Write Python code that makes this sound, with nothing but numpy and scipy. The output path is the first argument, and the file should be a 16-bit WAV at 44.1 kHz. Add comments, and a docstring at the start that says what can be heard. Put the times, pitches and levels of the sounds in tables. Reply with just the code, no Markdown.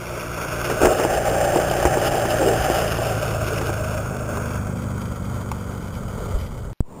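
"""A motor's hum comes near with wheel noise: a small electric scooter passes on dirt and labours up a slope.
The hum is a sum of harmonics of a sagging turning rate; filtered random impacts drum on deck and frame and
crunch grit; ruts excite decaying modes and chatter; filtered noise gives tyre drone, rumble and wind.
A coarse sample-and-hold roughens it all; near the end the ride cuts out, leaving hiss,
then a pop and a quiet field."""
import sys
import numpy as np
from scipy import signal
from scipy.fft import rfft, irfft
from scipy.io import wavfile
from scipy.ndimage import map_coordinates

SR = 44100
rng = np.random.default_rng(int(sys.argv[2]) if len(sys.argv) > 2 else 0)


def wav_out(sig):
    """Save sig, one row per channel (or a flat mono array), as 16-bit PCM at SR to the path in sys.argv[1]."""
    wavfile.write(sys.argv[1], SR, np.round(np.clip(np.atleast_2d(sig).T, -1, 1) * 32767).astype(np.int16))


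N = 308700
TIME = np.arange(N) / SR

# common level of motor hum and tyre drone: t/s, level/dB
DRIVE_LEVEL = [(0, -6.5), (1.2, -.5), (2.9, 1.5), (4.7, 0), (6, -4.5), (6.7, -10)]
# distance of the scooter: t/s, distance (0 alongside, 1 some metres off, 2 far)
DISTANCE = [(0, 1.39), (.65, 1.125), (1.1, .12), (2.7, .12), (3.3, 0.81), (4.3, 1.18), (4.8, 1.71),
            (6.7, 2.02)]
# the scooter turns its back on the listener: heard from the side until the first time, far behind at the second
TURN_AWAY_S, FAR_BEHIND_S = 2.4, 4.58
DROPOUT_S, POP_S, RETURN_S = 6.731, 6.8055, 6.824


def amp(db):
    """Level in decibels to amplitude ratio."""
    return 10 ** (np.asarray(db) / 20)


def unit(x):
    """Normalises the mean power, for an rms of 1."""
    return x / np.sqrt(np.mean(x ** 2) + 1e-20)


def curves(rows):
    """Linear interpolation in time of each column of a table."""
    s, *columns = np.transpose(rows)
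    return [np.interp(TIME, s, c) for c in columns]


def add(mix, s, sound):
    """Superposition: adds a sound to the mix from time s."""
    part = mix[round(s * SR):][:len(sound)]
    part += sound[:len(part)]


def colour(x, spectrum, size=4096):
    """Minimum-phase filtering: log gain and phase form a Hilbert pair, so the response is causal."""
    hz, db = np.transpose(spectrum)
    octave = np.log2(abs(np.fft.fftfreq(size, 1 / SR)) + 1)
    known = np.log2(hz + 1)
    # beyond the ends of the table the gain falls 60 dB per octave, to a floor of -90 dB
    outside = abs(octave - np.clip(octave, known[0], known[-1]))
    gain_db = np.maximum(np.interp(octave, known, db) - 60 * outside, -90)
    log_gain = np.log(amp(gain_db))
    taps = np.fft.ifft(np.exp(np.conj(signal.hilbert(log_gain)))).real
    return signal.oaconvolve(x, taps)[:len(x)]


def wander(hz):
    """Low-pass noise of rms 1: a slow random modulation that fades out above hz."""
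    lowpass = 1 / (1 + (np.fft.rfftfreq(N, 1 / SR) / hz) ** 4)
    return unit(irfft(rfft(rng.standard_normal(N)) * lowpass, N))


def motor(waver_db=2.0, sway_rad=0.31):
    """Harmonic synthesis: orders of a turning rate that relaxes exponentially to a slower climbing speed."""
    # order (multiple of the turning rate), level/dB from the side, from behind, from far behind
    orders = [(2, -38, -41, -45), (3, -44.5, -36, -35.5), (4, -34.5, -33, -33.5), (5, -38.5, -35, -33.5),
              (6, -41.5, -45, -73), (7, -48, -43, -38), (8, -48, -76, -40), (9, -48, -51, -39.5),
              (10, -46, -54, -42.5), (12, -39, -62, -49)]
    flat_hz, climb_hz, climb_start_s, sag_s = 29.6, 19.5, 2.04, 4.5
    sag = np.exp(-np.maximum(TIME - climb_start_s, 0) / sag_s)
    speed_hz = climb_hz + (flat_hz - climb_hz) * sag
    angle = 2 * np.pi * np.cumsum(speed_hz) / SR
    view = np.interp(TIME, [TURN_AWAY_S, FAR_BEHIND_S], [0, 2])
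    hum = np.zeros(N)
    for order, *views_db in orders:
        # staggered phases give an even hum rather than a throb
        stagger = np.pi * order ** 2 / 2
        # the bumpy ride shakes the level and phase of each order
        swell, drift = wander(hz=9), wander(hz=7)
        level_db = np.interp(view, np.arange(len(views_db)), views_db) + waver_db * swell
        hum += amp(level_db) * np.sin(order * angle + stagger + sway_rad * drift)
    return np.sqrt(2) * amp(curves(DRIVE_LEVEL)[0]) * hum


def stones(per_s, spread_db):
    """Poisson-like impacts of random sign, their levels spread exponentially in dB up to a limit."""
    size = amp(spread_db * np.minimum(rng.exponential(1, N), 3.5))
    struck = rng.random(N) < per_s / SR
    return unit(size * rng.choice([-1, 1], N) * struck)


def bumps(per_s, settle_s, depth):
    """Relaxation: each small bump raises the wheel load at once, then it decays; strong loads saturate."""
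    kicks = rng.uniform(0.43, 1, N) * (rng.random(N) < per_s / SR)
    load = signal.lfilter([1], [1, -np.exp(-1 / (settle_s * SR))], kicks)
    return unit(1 + depth * np.tanh(load))


def glide(x, factor):
    """Time scaling: reading a sound at a changing rate moves all its frequencies by that factor."""
    return np.interp(np.cumsum(factor) % N, np.arange(N), x)


def heard_from_afar(x, spectra):
    """Spectral change with distance: blends three colours and lowers the pitch a little."""
    distance = np.clip(curves(DISTANCE)[0], 0, 2)
    pitch = 1.025 - 0.02 * distance  # factor alongside, and its fall for each step of distance
    heard = np.zeros(N)
    for k, spectrum in enumerate(spectra):
        share = np.maximum(1 - abs(distance - k), 0)
        heard += share * unit(glide(colour(x, spectrum), pitch))
    return heard


def patch_lift():
    """Stronger excitation on rough patches: extra dB on frame, deck and grit, with ramped edges."""
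    # start t/s, length/s, extra level/dB of frame boom, deck drumming, grit
    patches = [(0.696, 0.045, 12, 3, 1.5), (0.811, 0.061, 17, 10, 8), (0.887, 0.055, 11.5, 8, 4),
               (0.973, 0.073, 9.5, 0, 4), (1.552, .04, 6.5, 1, -0.5), (1.85, .04, 8, 3.5, 1),
               (2.397, 0.13, 11.5, 0, -0.5), (2.987, 0.19, 0, 1.5, 0), (3.474, 0.23, 4.5, -0.5, 2.5),
               (4.295, 0.313, 2.5, 1, 4), (4.967, 0.063, -1, -4, 3), (5.331, 0.11, 2.5, 1.5, 3.5),
               (6.14, .25, 5, 4, 1.5)]
    edge_s = 0.025
    lift = np.zeros((3, N))
    for start, length, *extra_db in patches:
        inside_s = np.minimum(TIME - start, start + length - TIME)
        lift += np.outer(extra_db, np.clip(.5 + inside_s / edge_s, 0, 1))
    return lift


def wheels(crunch_db=-3.0, crackle_db=-1, crackle_share=1.06, surge_db=.5, crackle_surge_db=1.3):
    """Impact excitation: stones drum on deck and frame and crunch under the tyres, clumped by shared bumps."""
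    # drumming of the deck, a spectrum for each distance 0, 1, 2: f/Hz, level/dB
    deck_spectra = [
        [(290, -51.5), (500, -6.5), (595, 1.5), (680, -6), (758, 0), (899, -17), (999, -41), (1050, -52),
         (1360, -40), (2310, -120)],
        [(290, -32.5), (500, -10), (621, 6), (695, -6.5), (758, -2), (812, -13), (1050, -18), (1360, -8),
         (2310, -120)],
        [(290, -52.5), (500, 6), (840, -2.5), (925, -4.5), (1050, -25.5), (1360, -17.5), (2310, -120)],
    ]
    # boom of the frame: f/Hz, level/dB
    frame_spectrum = [(150, -18.5), (240, -10.5), (330, -2.5), (420, 1.5), (490, -0.5), (560, -3),
                      (700, -21.5)]
    # crunch of the grit, a spectrum for each distance: f/Hz, level/dB
    crunch_spectra = [
        [(590, -21), (1000, -7), (1300, -3), (1590, 0), (1740, -2.5), (2000, -12), (2600, -8), (4400, -120)],
        [(590, -17), (1000, -4.5), (1180, -4), (1340, 0), (1530, 2), (1710, -11), (1790, -23.5), (2000, -23),
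         (2600, -14), (4400, -120)],
        [(590, -15.5), (1000, 1), (1080, -1.5), (1400, 3.5), (1590, -6), (1710, -16), (2000, -10.5),
         (2600, -44), (4400, -120)],
    ]
    # fine crackle of the grit, a spectrum for each distance: f/Hz, level/dB
    crackle_spectra = [
        [(1150, 0.5), (1950, -11), (2310, -9.5), (2550, -11), (2810, 1.5), (3120, -4.5), (3900, -15),
         (4100, -35), (5330, -62), (9020, -120)],
        [(1150, -58.5), (1950, -7.5), (2470, -1), (2830, -2), (3140, -9.5), (3470, -7), (3910, -15),
         (4100, -18.5), (5330, -72), (9020, -120)],
        [(1750, -14), (2200, 5.5), (2550, -4), (2800, -7.5), (3100, 5.5), (3500, -0.5), (4000, -4.5)],
    ]
    # grit before the trims above: t/s, crunch level/dB, crackle level/dB
    grit = [(0, -34, -39), (0.75, -28.5, -37.5), (1.6, -28, -35.0), (2.85, -27.5, -32), (3.5, -32, -39.5),
            (4.1, -33.5, -45), (4.8, -38, -48.5), (5.9, -39.5, -51), (6.35, -39.5, -50.5),
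            (6.7, -46.5, -57)]
    # the wheels go light and the drumming lets up: t/s, half width to 1/e /s, dip/dB
    lulls = [(2.385, 0.026, 6.5), (2.6, 0.028, 4), (2.94, 0.043, 7)]

    load = bumps(per_s=60, settle_s=0.0079, depth=0.7)
    distance = curves(DISTANCE)[0]
    frame_lift, deck_lift, grit_lift = patch_lift()
    lull = sum(db * np.exp(-((TIME - s) / width) ** 2) for s, width, db in lulls)
    crunching, crackling = curves(grit)
    ground = wander(hz=28.5)  # the track is unevenly stony

    # level alongside, and its fall for each step of distance
    deck_level = amp(-21.5 - 12 * distance + deck_lift - lull)
    deck = deck_level * heard_from_afar(stones(per_s=3500, spread_db=0.8) * load, deck_spectra)
    frame_level = amp(-29.5 - 7 * distance + frame_lift)
    frame = frame_level * unit(colour(stones(per_s=3000, spread_db=0.3) * load, frame_spectrum))

    crunch_level = amp(crunch_db + crunching + grit_lift + surge_db * ground)
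    crunch = crunch_level * heard_from_afar(stones(per_s=7000, spread_db=1.5) * load, crunch_spectra)
    # clods of loose grit burst on their own as a tyre crushes them
    clods = bumps(per_s=16, settle_s=0.004, depth=1.8)
    crackle_level = amp(crackle_db + crackling + crackle_share * grit_lift + crackle_surge_db * ground)
    bursts = stones(per_s=6000, spread_db=1.5) * load * clods
    crackle = crackle_level * heard_from_afar(bursts, crackle_spectra)
    return deck + frame + crunch + crackle


def tyres(drone_db=-42, behind_db=4):
    """Directional broadband noise: the tyres' low drone follows the hum level and is stronger from behind."""
    # f/Hz, level/dB
    drone_spectrum = [(30, -16), (70, -2.5), (120, 2.5), (200, 0.5), (300, -6), (500, -37)]
    behind = np.interp(TIME, [TURN_AWAY_S, (TURN_AWAY_S + FAR_BEHIND_S) / 2], [0, 1])
    level = amp(drone_db + curves(DRIVE_LEVEL)[0] + behind_db * behind)
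    return level * unit(colour(rng.standard_normal(N), drone_spectrum))


def rattle(t, spectrum, t60):
    """Decaying noise, peak 1: a quick chatter of loose metal that loses 60 dB in t60 seconds."""
    sound = colour(rng.choice([-1, 1], len(t)) * amp(-60 * t / t60), spectrum)
    return sound / abs(sound).max()


def jolts(ring_db=-3.0, clatter_db=0, clack_db=1, detune=0.033):
    """Modal excitation: a rut or stone kicks the body's damped modes and sets loose parts chattering."""
    # ruts and stones: t/s, level/dB before the trims, treble against that level/dB
    blows = [(0.699, -14, -3.5), (0.817, -6, -21), (0.837, -6, -20), (0.854, -4, -10), (0.87, -1.5, -29),
             (0.998, -7, -12), (1.05, -4, -23), (1.354, -15, -15), (1.56, -2, -22), (1.853, -2, -11),
             (1.939, -15.5, -0.5), (1.972, -5.5, -31), (2.253, -8, -14), (2.418, -10, -14),
             (2.7, -7.5, -18), (2.988, -12, -22), (3.613, -14.5, -7), (3.694, -11.5, -17)]
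    # modes of the body before detuning: f/Hz, relative level/dB, t60/s
    modes = [(360, -1, 0.052), (435, -1, 0.035), (607, 11, 0.0085), (799, -6, 0.026)]
    # chatter after a jolt: f/Hz, level/dB
    clatter_spectrum = [(700, 9.5), (1000, 4.5), (1400, 1.5), (2000, 1), (2800, -4.5), (3900, -27)]
    # loose parts clacking alone: t/s, level/dB before the trim
    clacks = [(4.37, -20.5), (4.472, -35), (4.978, -37), (5.515, -18)]
    # colour of a clack: f/Hz, level/dB
    clack_spectrum = [(400, -22), (650, -17.5), (830, 4), (1050, 5.5), (1400, 0), (1750, -19), (2200, -9),
                      (3200, -18.5), (4000, -21)]
    t, out = np.arange(SR // 8) / SR, np.zeros(N)
    for s, db, treble_db in blows:
        ring = np.zeros(len(t))
        for hz, mode_db, t60 in modes:
            mode_hz = hz * (1 + detune * rng.standard_normal())
            ring += amp(mode_db - 60 * t / t60) * np.sin(2 * np.pi * mode_hz * t + rng.random())
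        ring *= 1 - np.exp(-t / 0.001)  # the tyre softens the blow
        add(out, s, amp(db + ring_db) * ring / abs(ring).max())
        add(out, s, amp(db + treble_db + clatter_db) * rattle(t, clatter_spectrum, t60=0.059))
    for s, db in clacks:
        add(out, s, amp(db + clack_db) * rattle(t, clack_spectrum, t60=0.029))
    return out


def rumble(thump_hz=60):
    """Low-frequency noise of wheels and wind, with short thumps as Gaussian-windowed tones."""
    # t/s, level/dB
    buffet = [(0, -45), (.8, -37), (2.5, -34), (4, -41), (5.8, -40), (6.3, -31), (6.7, -34)]
    # f/Hz, level/dB
    rumble_spectrum = [(8, -13), (25, -9), (55, -2), (85, -7), (150, -11.5), (300, -30)]
    # thumps of air and ground: t/s at the crest of the window, level/dB, half width to 1/e /s
    thumps = [(.86, -24, 0.039), (1.861, -18, 0.013), (2.611, -26, .02), (6.36, -17.5, 0.019)]
    out = amp(curves(buffet)[0]) * unit(colour(rng.standard_normal(N), rumble_spectrum))
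    for s, db, width in thumps:
        # a phase wander of 1 rad rms roughens the tone
        swing = np.sin(2 * np.pi * thump_hz * (TIME - s) + wander(hz=29.7))
        out += np.sqrt(2) * amp(db) * np.exp(-((TIME - s) / width) ** 2) * swing
    return out


def field(level_db=-39.5, rise_s=0.12):
    """Ambient noise: faint outdoor air as filtered noise, fading up as the microphone wakes."""
    # f/Hz, level/dB
    air_spectrum = [(40, -7), (150, -3), (300, -8), (500, -10), (750, -16), (950, -10), (1200, -19),
                    (1500, -29), (2000, -31), (3000, -35), (4000, -37)]
    fade = np.clip((TIME - RETURN_S) / rise_s, 0, 1)
    return amp(level_db) * fade * unit(colour(rng.standard_normal(N), air_spectrum))


def scene():
    """Superposition of the sources: the ride until the dropout, then the quiet field."""
    ride = motor() + wheels() + tyres() + jolts() + rumble()
    return (ride * (TIME < DROPOUT_S) + field())[None]


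def pop(height=1.32, width_s=.0013, sag=0.041, settle_s=0.042):
    """Switching transient: the input returns with a one-sided thump, then settles slowly from below."""
    u = np.maximum(TIME - POP_S, 0) / width_s
    late = np.maximum(TIME - RETURN_S, 0)
    thump = height * u * np.exp(-u)
    settling = sag * (1 - np.exp(-late / width_s)) * np.exp(-late / settle_s)
    return thump - settling


def record(dry, hiss_db=-68):
    """Sample-and-hold imaging: coarse steps mirror the sound into a gritty treble, then a band limit."""
    # tone of the output: f/Hz, level/dB
    output_tone = [(0, 0.5), (9000, 1.5), (10800, 2.5), (12300, 8.5), (13800, 1.5), (15000, 3),
                   (22000, -10)]
    sampler_hz, edge_hz, clock_jitter_s = 8000, 15600, 1.5e-5
    heard = dry[0] + pop() + amp(hiss_db) * rng.standard_normal(N)
    samples = np.clip(signal.resample(heard, N * sampler_hz // SR), -.78, .78)
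    steps = signal.resample(np.repeat(samples, 12), N)  # each sample held for 12 finer ones
    # an unsteady sample clock smears the mirrored tones
    clock = TIME + clock_jitter_s * wander(hz=120)
    steps = map_coordinates(steps, [clock * SR], order=3)
    edge = signal.firwin(511, edge_hz, window=("kaiser", 9), fs=SR)
    return signal.oaconvolve(colour(steps, output_tone), edge, "same")[None]


dry = scene()
out = record(dry)
wav_out(out)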